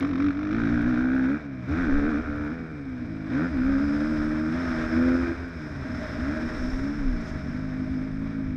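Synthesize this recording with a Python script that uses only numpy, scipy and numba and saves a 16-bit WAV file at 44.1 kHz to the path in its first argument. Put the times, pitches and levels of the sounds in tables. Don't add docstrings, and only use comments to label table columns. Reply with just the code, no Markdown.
import sys
import numpy as np
from scipy import signal
from scipy.fft import rfft, irfft
from scipy.io import wavfile
from scipy.ndimage import uniform_filter1d
from numba import njit

SR = 44100
rng = np.random.default_rng(int(sys.argv[2]) if len(sys.argv) > 2 else 0)


def voltage_ratio(level):
    return 10 ** (np.asarray(level, float) / 20)


def wav_record(signal):
    frames = np.transpose(np.atleast_2d(signal))
    bounded = np.clip(frames, -1, 1)
    quanta = np.round(bounded * 32767).astype(np.int16)
    wavfile.write(sys.argv[1], SR, quanta)


N = 377496


def level(x, db):
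    return x * voltage_ratio(db) / np.sqrt(np.mean(x ** 2))


def summed(*dbs):
    return 10 * np.log10(sum(voltage_ratio(2 * db) for db in dbs))


def moments():
    return np.arange(0, N / SR + .002, .002)


def columns(table):
    s, *cols = np.transpose(table)
    return [np.interp(moments(), s, c) for c in cols]


def fine(*controls):
    return [np.interp(np.arange(N) / SR, moments(), c) for c in controls]


def walk(rate):
    k = int(SR / rate)
    held = np.repeat(rng.standard_normal(N // k + 1), k)
    return uniform_filter1d(uniform_filter1d(held, k), k)[:N]


def ring(x, hz, width):
    return signal.lfilter(*signal.iirpeak(hz, hz / width, fs=SR), x)


@njit
def glide(x, hz, width):
    y, b, l = np.empty(len(x)), 0., 0.
    for i in range(len(x)):
        g, k = np.pi * hz[i] / SR, width / hz[i]
        v = (b + g * (x[i] - l)) / (1 + g * (g + k))
        b, l, y[i] = 2 * v - b, l + 2 * g * v, k * v
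    return y


def modes(x, table):
    total = 0
    for k, (f, w, db) in enumerate(table):
        total = total + (-1) ** k * voltage_ratio(db) * ring(ring(x, f, 1.53 * w), f, 1.53 * w)
    return total


def band(x, low_hz, high_hz, order=2):
    return signal.sosfilt(signal.butter(order, [low_hz, high_hz], "band", fs=SR, output="sos"), x)


def colour(x, points, size=4096):
    hz, db = np.transpose(points)
    log_gain = np.interp(np.log(np.arange(size // 2 + 1) * SR / size + 1), np.log(hz), db) * np.log(10) / 20
    cep = irfft(log_gain)
    cep[1:size // 2] *= 2
    cep[size // 2 + 1:] = 0
    return signal.fftconvolve(x, irfft(np.exp(rfft(cep))))[:N]


# t/s, speed [km/h]
WIND_SPEED = [(0, 50), (1, 24), (1.75, 52.3), (2.4, 45), (3.0, 45), (3.26, 47), (3.33, 56), (3.6, 62),
              (4.0, 69), (4.4, 65.5), (4.7, 80), (4.88, 76), (5.2, 73), (5.5, 61.8), (6.5, 80), (7.0, 70),
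              (7.2, 65), (7.27, 75), (7.36, 63.8), (8.56, 48)]
# t/s, length/s, buffeting level/dB, mount shake level/dB
JOLTS = [(0.117, 0.094, -42, -34), (0.27, 0.18, -43, -42), (0.696, 0.4, -36, -34.5),
         (0.863, 0.12, -32, -50), (1.05, 0.23, -39, -57), (1.73, 0.1, -58.5, -26.5), (1.94, 0.2, -26, -31),
         (2.206, .2, -39.5, -33.5), (2.386, 0.24, -55, -28.5), (2.995, 0.21, -68, -35),
         (3.495, 0.13, -53, -34.5), (3.7, 0.38, -34, -30.5), (3.97, 0.16, -37, -35),
         (4.217, 0.31, -35.5, -36), (4.597, 0.24, -42, -31.5), (4.798, 0.15, -31, -38),
         (5.12, 0.51, -45, -28), (5.758, 0.11, -61, -28), (6.195, 0.94, -48, -31.5), (6.45, .2, -50, -31),
         (6.683, 0.29, -27, -50), (6.825, 0.12, -44, -28), (6.983, 0.14, -29.5, -47),
         (7.13, 0.21, -27.5, -52), (7.35, 0.076, -33, -28.5), (7.52, 0.17, -41.5, -40),
         (7.696, 0.3, -35, -41), (7.913, 0.11, -42, -32), (8.158, .3, -35.5, -44), (8.49, 0.12, -37, -31.5)]
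# t/s, level/dB
VISOR_SONG = [(0, -54.5), (1.2, -51), (2.3, -50.5), (2.8, -64.5), (3.2, -53.5), (3.9, -47.5), (4.4, -50),
              (4.65, -42.5), (5.0, -41.5), (5.5, -52.5), (5.65, -51), (5.9, -49.5), (6.02, -40.5),
              (6.15, -43.5), (6.35, -39.5), (6.55, -50), (6.62, -42.5), (6.9, -51.5), (7.1, -51),
              (7.25, -48), (7.6, -50), (8.56, -54.5)]


def headwind():
    t = moments()
    buffets, shakes = [], []
    for s, long, buffet_db, shake_db in JOLTS:
        bell_db = -26 * ((t - s) / long) ** 2
        buffets.append(bell_db + buffet_db)
        shakes.append(bell_db + shake_db)
    buffet_db = summed(-51.5, *buffets)
    shake_db = summed(-41, *shakes)
    drive_db = -16 + uniform_filter1d(throttle()[1], 1 + int(.12 / t[1]))
    air_db = -58 + 47 * np.log10(columns(WIND_SPEED)[0] / 60)
    hiss_db, port_db = summed(air_db, drive_db), summed(air_db, drive_db - 17.5)
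    return fine(hiss_db, port_db, buffet_db, shake_db, *columns(VISOR_SONG))


def wind():
    hiss_db, port_db, buffet_db, shake_db, visor_db = headwind()
    noise = rng.standard_normal((6, N))
    mount_hz, mount_width = 74.5, 21
    visor_hz, visor_width = 622, 24
    buffet = level(band(noise[0], 18, 40) * voltage_ratio(walk(9)), buffet_db - 2)
    shake = ring(ring(noise[1], mount_hz, mount_width), mount_hz, 2 * mount_width)
    shake = level(shake, shake_db - 5)
    shell = level(band(noise[5], 110, 368, order=3), hiss_db + 12)
    visor = ring(ring(noise[2], visor_hz, visor_width), visor_hz, 3 * visor_width)
    visor = level(visor * voltage_ratio(1.2 * walk(9)), visor_db)
    hiss = band(noise[3], 2260, 12000, order=1) * voltage_ratio(hiss_db + 1.5 * walk(13) + 1.5 * walk(90))
    whistle = glide(noise[4], 5460 * (1 + .02 * walk(3)), 270.0)
    whistle = level(whistle, 1.369 * port_db + 17 + 1.7 * walk(6.1))
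    cavity = level(ring(noise[4], 7900, 180), port_db - 28 + 3 * walk(4))
    return buffet + shake + shell + visor + whistle + cavity, hiss


def landing():
    since = np.clip(np.arange(N) / SR - 1.922, 0, None)
    return -voltage_ratio(-20) * np.sin(2 * np.pi * 16 * since) * np.exp(-since / .09)


# t/s, peak level/dB
SHARP_TICKS = [(0.0204, -67), (0.0802, -63), (0.16, -64), (0.5197, -68), (0.5482, -74), (0.5671, -71),
               (0.635, -71), (0.6888, -73), (0.82, -58), (0.9033, -62), (0.9872, -65), (1.0206, -64),
               (1.073, -73), (1.1079, -67), (1.1538, -60), (1.1872, -63), (1.2745, -75), (1.3244, -62),
               (1.3578, -70), (1.6581, -69), (1.6916, -64), (1.729, -73), (1.8292, -62), (2.0792, -68),
               (2.163, -72), (2.363, -65), (2.4463, -64), (3.0694, -77), (3.3313, -67), (3.5743, -68),
               (3.6536, -63), (3.7374, -66), (4.0083, -67), (4.2443, -61), (4.366, -72), (5.0285, -60),
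               (5.0784, -62), (5.1098, -62), (5.4844, -65), (5.9005, -70), (6.4428, -67), (6.7945, -67),
               (7.1352, -73), (7.1536, -71), (7.5687, -68), (7.7109, -75), (7.7802, -69), (8.1943, -69),
               (8.2442, -69), (8.2736, -71)]


def sharp_ticks():
    out = np.zeros(N)
    s, db = np.transpose(SHARP_TICKS)
    out[(s * SR).astype(int)] = voltage_ratio(db + 22)
    out[int(.0004 * SR)] = voltage_ratio(-28)
    return band(out, 5000, 17000, order=1)


# t/s, length/s, knock rate f/Hz, level/dB
CASE_BUZZES = [
    (7.2, .025, 150, -59),
    (7.255, .07, 155, -56),
    (3.43, .05, 160, -64),
]


def case_buzz():
    t = np.arange(N) / SR
    trains = 0
    for s, long, rate_hz, db in CASE_BUZZES:
        swell = np.sin(np.pi * np.clip((t - s) / long, 0, 1))
        knocks = np.sin(np.pi * rate_hz * (t - s)) ** 8
        trains = trains + voltage_ratio(db) * swell * knocks
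    return trains * level(band(rng.standard_normal(N), 4600, 6600), 4)


# t/s, firings per second f/Hz
GRIPPING_REVS = [(0, 44.2), (.5, 50.6), (.55, 55.2), (1.14, 65.5), (1.64, 62), (1.96, 71), (2.46, 73.8),
                 (3.02, 60.2), (3.24, 52), (3.7, 68), (4.08, 75.5), (4.9, 80.3), (5.52, 84.4), (5.8, 66.8),
                 (6.12, 55.1), (6.7, 65.5), (7.56, 51.5), (8.56, 52.5)]
# peak t/s, extra f/Hz, rise/s, fall/s
WHEELSPIN = [(.075, 4.6, .06, .04), (.14, -3.8, .04, .06), (.24, 1.2, .05, .05), (.325, -2.6, .05, .04),
             (.41, 1.2, .05, .06), (8.56, -2.3, .12, .01), (1.37, 13.5, .11, .19), (1.8, 24, .15, .095),
             (1.91, -3.8, .03, .03), (1.955, 1.6, .025, .06), (2.095, 8, .07, .045),
             (2.145, -1.5, .03, .03), (2.225, 12.5, .075, .04), (2.54, 12, .065, .41),
             (3.15, 1.5, .04, .04), (2.69, 4, .12, .1), (3.08, -4.7, .06, .16), (3.455, 29.5, .17, .11),
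             (4.08, 2, .08, .08), (4.6, 9.2, .12, .14), (5.02, 3.4, .1, .2), (5.22, 3.8, .2, .08),
             (5.38, 5.2, .08, .14), (5.6, -2.3, .08, .2), (6.345, 21, .19, .16), (6.52, 19.5, .16, .075),
             (6.615, -3.8, .04, .06), (6.95, 13.3, .2, .21), (7.32, -6.5, .07, .1), (7.42, -7.9, .1, .08),
             (7.5, -5.5, .08, .06), (8.3, 2.5, .25, .14)]
# t/s, length/s, hop rate f/Hz, depth f/Hz
HOPS = [
    (.545, .45, 6.7, 2.3),
    (3.56, .32, 6.2, -1.4),
    (7.61, .5, 7.6, 1),
]


def revs():
    t = moments()
    hz = columns(GRIPPING_REVS)[0]
    for s, more, up, down in WHEELSPIN:
        hz = hz + np.interp(t, [s - up, s, s + down], [0, more, 0])
    for s, long, rate, depth in HOPS:
        hz = hz + depth * np.sin(2 * np.pi * rate * np.clip(t - s, 0, long)) * (t < s + long)
    return fine(uniform_filter1d(hz, size=7))[0]


# t/s, boom level/dB, bark level/dB
ENGINE_BRAKING = [(0, -43.5, -59), (1.38, -46, -48.5), (1.46, -34.5, -50.5), (1.64, -42, -64.5),
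                  (2.25, -39, -40.5), (2.57, -33.5, -46.5), (2.74, -38.5, -50.5), (2.93, -33.5, -55),
                  (3.0, -34.5, -57.5), (3.2, -31.5, -51), (5.4, -38, -44.5), (5.75, -40, -54),
                  (5.84, -37.5, -46.5), (5.98, -38, -47), (6.13, -41, -49), (6.5, -33, -43.5),
                  (7.4, -37.5, -58), (7.6, -34, -54.5), (8.42, -31.5, -57)]
# opens t/s, shuts t/s, boom level/dB at opening, at shutting, bark against boom level/dB
THROTTLE_PULLS = [(0, 0.048, -24, -23, -14.5), (0.083, 0.145, -29, -29, -15.5),
                  (0.154, 0.197, -27, -26, -17), (0.2, 0.294, -23.5, -22, -17),
                  (0.321, 0.355, -37, -35.5, -11.5), (0.373, 0.523, -28, -25, -15),
                  (0.522, 1.353, -22, -23.5, -15), (1.694, 1.823, -28, -23.5, -10.5),
                  (1.795, 1.995, -25.5, -23, -13), (2.029, 2.196, -22, -24.5, -14.5),
                  (2.28, 2.474, -30.5, -28, -13.5), (2.489, 2.53, -29, -28, -19.5),
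                  (2.598, 2.653, -29.5, -30.5, -19.5), (3.316, 3.449, -27.5, -22.5, -11),
                  (3.505, 3.62, -30, -22.5, -17.5), (3.648, 4.549, -23, -24.5, -16.5),
                  (4.562, 4.93, -28.5, -27, -10.5), (4.943, 5.155, -19.5, -18.5, -18),
                  (5.156, 5.323, -21.5, -25.5, -15), (5.417, 5.504, -30, -34.5, -21),
                  (6.199, 6.37, -31.5, -29, -11), (6.568, 6.926, -33, -29, -18),
                  (6.968, 7.205, -29, -32, -20.5)]


def throttle():
    t = moments()
    fill_s = empty_s = .038
    boom, bark = (voltage_ratio(db) for db in columns(ENGINE_BRAKING))
    for opens, shuts, first_db, last_db, bark_db in THROTTLE_PULLS:
        gate = np.interp(t, [opens - fill_s, opens, shuts, shuts + empty_s], [0, 1, 1, 0])
        pull = gate * voltage_ratio(np.interp(t, [opens, shuts], [first_db, last_db]))
        boom = np.maximum(boom, pull)
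        bark = np.maximum(bark, pull * voltage_ratio(bark_db))
    return 20 * np.log10(boom), 20 * np.log10(bark)


# start t/s, end t/s, scatter level/dB
STUMBLES = [
    (2.2, 2.29, 3),
    (2.52, 2.72, 4),
    (3.03, 3.3, 3),
    (5.82, 6.2, 6),
    (6.36, 6.66, 5),
    (7.2, 7.5, 5),
    (7.55, 8.56, 1.5),
]


def stumble():
    rough_db = 0
    for a, b, db in STUMBLES:
        rough_db = rough_db + np.interp(moments(), [a - .03, a, b, b + .03], [0, db, db, 0])
    return fine(rough_db)[0]


@njit
def fire(hz, stretch, size, p):
    pulses, phase, force, k = np.zeros(len(hz) + 1), np.empty(len(hz)), np.empty(len(hz)), 0
    for i in range(len(hz)):
        step = hz[i] * stretch[k] / SR
        p += step
        if p >= 1:
            p, k = p - 1, k + 1
            pulses[i] += size[k] * p / step
            pulses[i + 1] += size[k] * (1 - p / step)
        phase[i], force[i] = p, size[k]
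    return pulses[:-1], phase, force


def crankshaft(hz):
    timing, strength = rng.standard_normal((1000, 2)).T
    stretch = 1 + .003 * timing
    pulses, phase, force = fire(hz, stretch, voltage_ratio(.7 * strength), .4)
    turns = fire(hz, stretch, voltage_ratio(.7 * strength[::-1]), .9)[0]
    return pulses, turns, phase, force


# f/Hz, width f/Hz, level/dB
SILENCER = [(113, 44, -8), (168.8, 42.6, -2.5)]


def silencer(both, hz, boom_db, silencer_db):
    feed = both + level(rng.standard_normal(N), -7)
    tilt_db = .38 * (hz - 66) * np.clip((boom_db + 30) / 7, 0, 1)
    thud = voltage_ratio(-tilt_db) * modes(feed, SILENCER[:1]) - voltage_ratio(tilt_db) * modes(feed, SILENCER[1:])
    thud_db = -32.5 + .079 * (boom_db + 19.5) - .092 * (hz - 65) + silencer_db
    return level(thud, thud_db - 13)


# f/Hz, width f/Hz, level/dB
OVERTONES = [(424, 60, 6), (510, 22, 6.5), (678, 53, 1.5)]


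def overtones(firing, hz, boom_db, bark_db, bright_db):
    rush = firing + level(rng.standard_normal(N), -22 - .8 * (boom_db + 24))
    waking = voltage_ratio(np.clip(2.6 * (hz - 70), -9, 0))
    upper = waking * modes(rush, OVERTONES[:1]) - modes(rush, OVERTONES[1:])
    over_db = -35 + .5 * (bark_db + 41) + .018 * (hz - 65) + bright_db
    return level(upper, over_db - 18.5)


def header_and_collector(firing, boom_db, bark_db, header_hz, header_db, collector_db):
    header = glide(glide(firing, header_hz, 160.0), header_hz, 160.0)
    collector = modes(firing, [(384.4, 110, 0)])
    return level(header, bark_db - 16.5 + header_db) + level(collector, boom_db - 28.5 + collector_db)


# f/Hz, width f/Hz, level/dB
PIPE_LOW = [(79.4, 41, -7.5), (211, 38, -4), (255.2, 33.8, 9)]
# f/Hz, width f/Hz, level/dB
PIPE_HIGH = [(292.8, 40, 6), (318.6, 61, -5), (363.2, 49, -14)]


def exhaust_boom(both, hz, boom_db, lean_db, rough_db):
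    push = both + level(rng.standard_normal(N), -16 - .35 * (boom_db + 24) + 1.8 * rough_db)
    pipe = voltage_ratio(-lean_db / 2) * modes(push, PIPE_LOW) - voltage_ratio(lean_db / 2) * modes(push, PIPE_HIGH)
    scatter_db = np.clip(-.5 * (boom_db + 26), .4, 1.9) + .25 * rough_db
    boom = level(pipe, boom_db + scatter_db * walk(30))
    steep = 2.1 * np.clip((hz - 48) / 26, .15, 1.1) * band(boom ** 2, 540, 1500)
    return boom + steep


# f/Hz, width f/Hz, level/dB
TAILPIPE = [(1270, 80, -2), (1430, 70, 0), (1580, 70, 0), (1840, 90, -5), (2396, 150, 3)]


def tailpipe_crack(pulses, hz, leak, bark_hz):
    front = pulses / np.sqrt(hz * (1 + leak))
    heat = bark_hz / 1470 * (1 + .012 * walk(12))
    crack = 0
    for k, (f, w, db) in enumerate(TAILPIPE):
        mode_hz = f * (heat if f < 2000 else heat ** .2)
        strike = front * voltage_ratio(db + 1.8 * walk(45) + 2 * walk(5))
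        rung = glide(strike, mode_hz, 1.5 * w)
        crack = crack + (-1) ** k * glide(rung, mode_hz, 2.5 * w)
    return level(crack, 7)


def exhaust_bark(pulses, phase, force, hz, bark_db, bark_hz):
    late = int(.011 * SR)
    since = phase / hz
    burst = since / .0026 * np.exp(1 - since / .0026) + .35 * np.exp(-((since - .009) / .002) ** 2)
    leak = .22 * voltage_ratio(-.35 * (bark_db + 40)) * (hz / 60) ** 1.5
    puff = force * (burst + leak) / np.sqrt(hz / 200 + leak + leak ** 2)
    crack = tailpipe_crack(pulses, hz, leak, bark_hz)
    gas = band(puff * rng.standard_normal(N), 870, 3100, order=1)
    gas = level(.54 * gas + glide(gas, bark_hz, 400.0), 0)
    bark = np.roll((crack + gas) * voltage_ratio(bark_db), late)
    cool = .15 * ring(bark, 1100, 190) - .19 * ring(bark, 1600, 500)
    bark = bark + voltage_ratio(-1.6 * (hz - 51).clip(0)) * cool
    clatter = band(np.roll(force * burst, late) * rng.standard_normal(N), 2300, 6100)
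    return bark + level(clatter, bark_db + 13.5 - .7 * (hz - 55))


def cam_chain(pulses, turns):
    knocks = level(pulses + turns, 0) + .5 * rng.standard_normal(N)
    return level(modes(knocks, [(2323, 150, 0)]), -40)


# t/s, lean toward the upper pipe modes level/dB,
# crank-turn pulse against the firing level/dB, silencer level/dB, overtones level/dB
HEAD_TURNS = [(0, 9, -6, 11, 13.5), (.5, 4, -3, 6, -1), (.7, 3.5, -15.5, 16, -10), (1.15, 1.5, -28, 4, 0),
              (1.4, -2.5, -17.5, 3.5, 7.5), (1.65, 9.5, -16.5, 14, 5), (1.85, 3, -17.5, 5, -3),
              (2.02, 0.5, -22, -12.5, 6.5), (2.6, -3.5, -4.5, 4.5, 7.5), (3.2, 5.5, -12.5, 9, 7),
              (3.4, 2, -8.5, 11.5, 8), (3.7, -1.5, -22.5, -4.5, 3.5), (4.55, 4, -16, 6, -24.5),
              (5.0, 4, -29, -6, -23), (5.28, 11.5, -7, -6, 1.5), (5.8, -1.5, -22.5, 12.5, -1),
              (6.4, 0, -13.5, -2, 0.5), (7.5, -4, -35, 11, 3)]
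# t/s, bark centre
# f/Hz, header ring f/Hz, header level/dB, collector level/dB
GAS_HEAT = [(0, 1258, 494, -6, 6), (.17, 1212, 550, -4, 0), (.26, 1396, 633, -10, -1),
            (.39, 1308, 650, 7, -1), (.57, 1455, 642, 2.5, 2.5), (.78, 1550, 711, 7.5, -2),
            (.95, 1440, 698, 4, 4.5), (1.05, 1520, 715, 7, 3.5), (1.3, 1538, 778, 3.5, 5),
            (1.45, 1497, 703, -5, -6), (1.7, 1448, 640, -2, -8), (1.9, 1457, 652, 2, 12),
            (2.07, 1404, 626, 4, 13.5), (2.3, 1430, 562, -3, 3.5), (2.45, 1377, 936, 6, -1),
            (2.7, 1420, 471, 7, 6), (3.3, 1480, 552, 7.5, -2), (3.5, 1424, 512, 9.5, -7.5),
            (3.67, 1488, 484, 4, -4), (4.0, 1434, 557, 13, -5), (4.5, 1443, 593, 0, -8),
            (4.8, 1456, 637, 3, 0), (5.1, 1493, 510, 12, -6), (5.3, 1508, 633, -3, 0),
            (6.3, 1540, 518, 1, -3), (7, 1500, 493, 0, 4), (8.56, 1548, 420, 1, 6.5)]


def engine():
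    hz = revs() * (1 + .004 * walk(14))
    boom_db, bark_db = fine(*throttle())
    lean_db, turn_db, silencer_db, bright_db = fine(*columns(HEAD_TURNS))
    bark_hz, header_hz, header_db, collector_db = fine(*columns(GAS_HEAT))
    pulses, turns, phase, force = crankshaft(hz)
    firing = level(pulses / np.sqrt(hz), 0)
    both = level((pulses + turns * voltage_ratio(turn_db)) / np.sqrt(hz * (1 + voltage_ratio(2 * turn_db))), 0)
    voice = exhaust_boom(both, hz, boom_db, lean_db, stumble())
    voice = voice + overtones(firing, hz, boom_db, bark_db, bright_db)
    voice = voice + silencer(both, hz, boom_db, silencer_db)
    voice = voice + header_and_collector(firing, boom_db, bark_db, header_hz, header_db, collector_db)
    bark = exhaust_bark(pulses, phase, force, hz, bark_db, bark_hz)
    return voice, bark + cam_chain(pulses, turns)


# f/Hz, level/dB
CASE_COLOUR = [(500, 0.5), (900, -7.5), (1080, -7), (1300, -6), (1600, -5), (2050, -13), (2400, -19),
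               (2900, -31), (3750, -27), (4500, -38), (5400, -32), (7200, -48.5), (8200, -50), (11000, -73),
               (12000, -48.5), (13500, -61.5)]


def scene():
    voice, bark = engine()
    lows, hiss = wind()
    muffled = colour(bark + voltage_ratio(36) * hiss, CASE_COLOUR)
    return (voice + lows + muffled + sharp_ticks() + case_buzz() + landing())[None]


def top_cut(x):
    return signal.sosfilt(signal.butter(12, 15720, fs=SR, output="sos"), x)


def record(dry):
    soft = np.tanh(1.18 * dry) / 1.214
    soft = soft - .8 * ring(soft, 10900, 1500)
    top = signal.sosfilt(signal.butter(3, 14000, fs=SR, output="sos"), soft)
    return top_cut(top)


dry = scene()
out = record(dry)
wav_record(out)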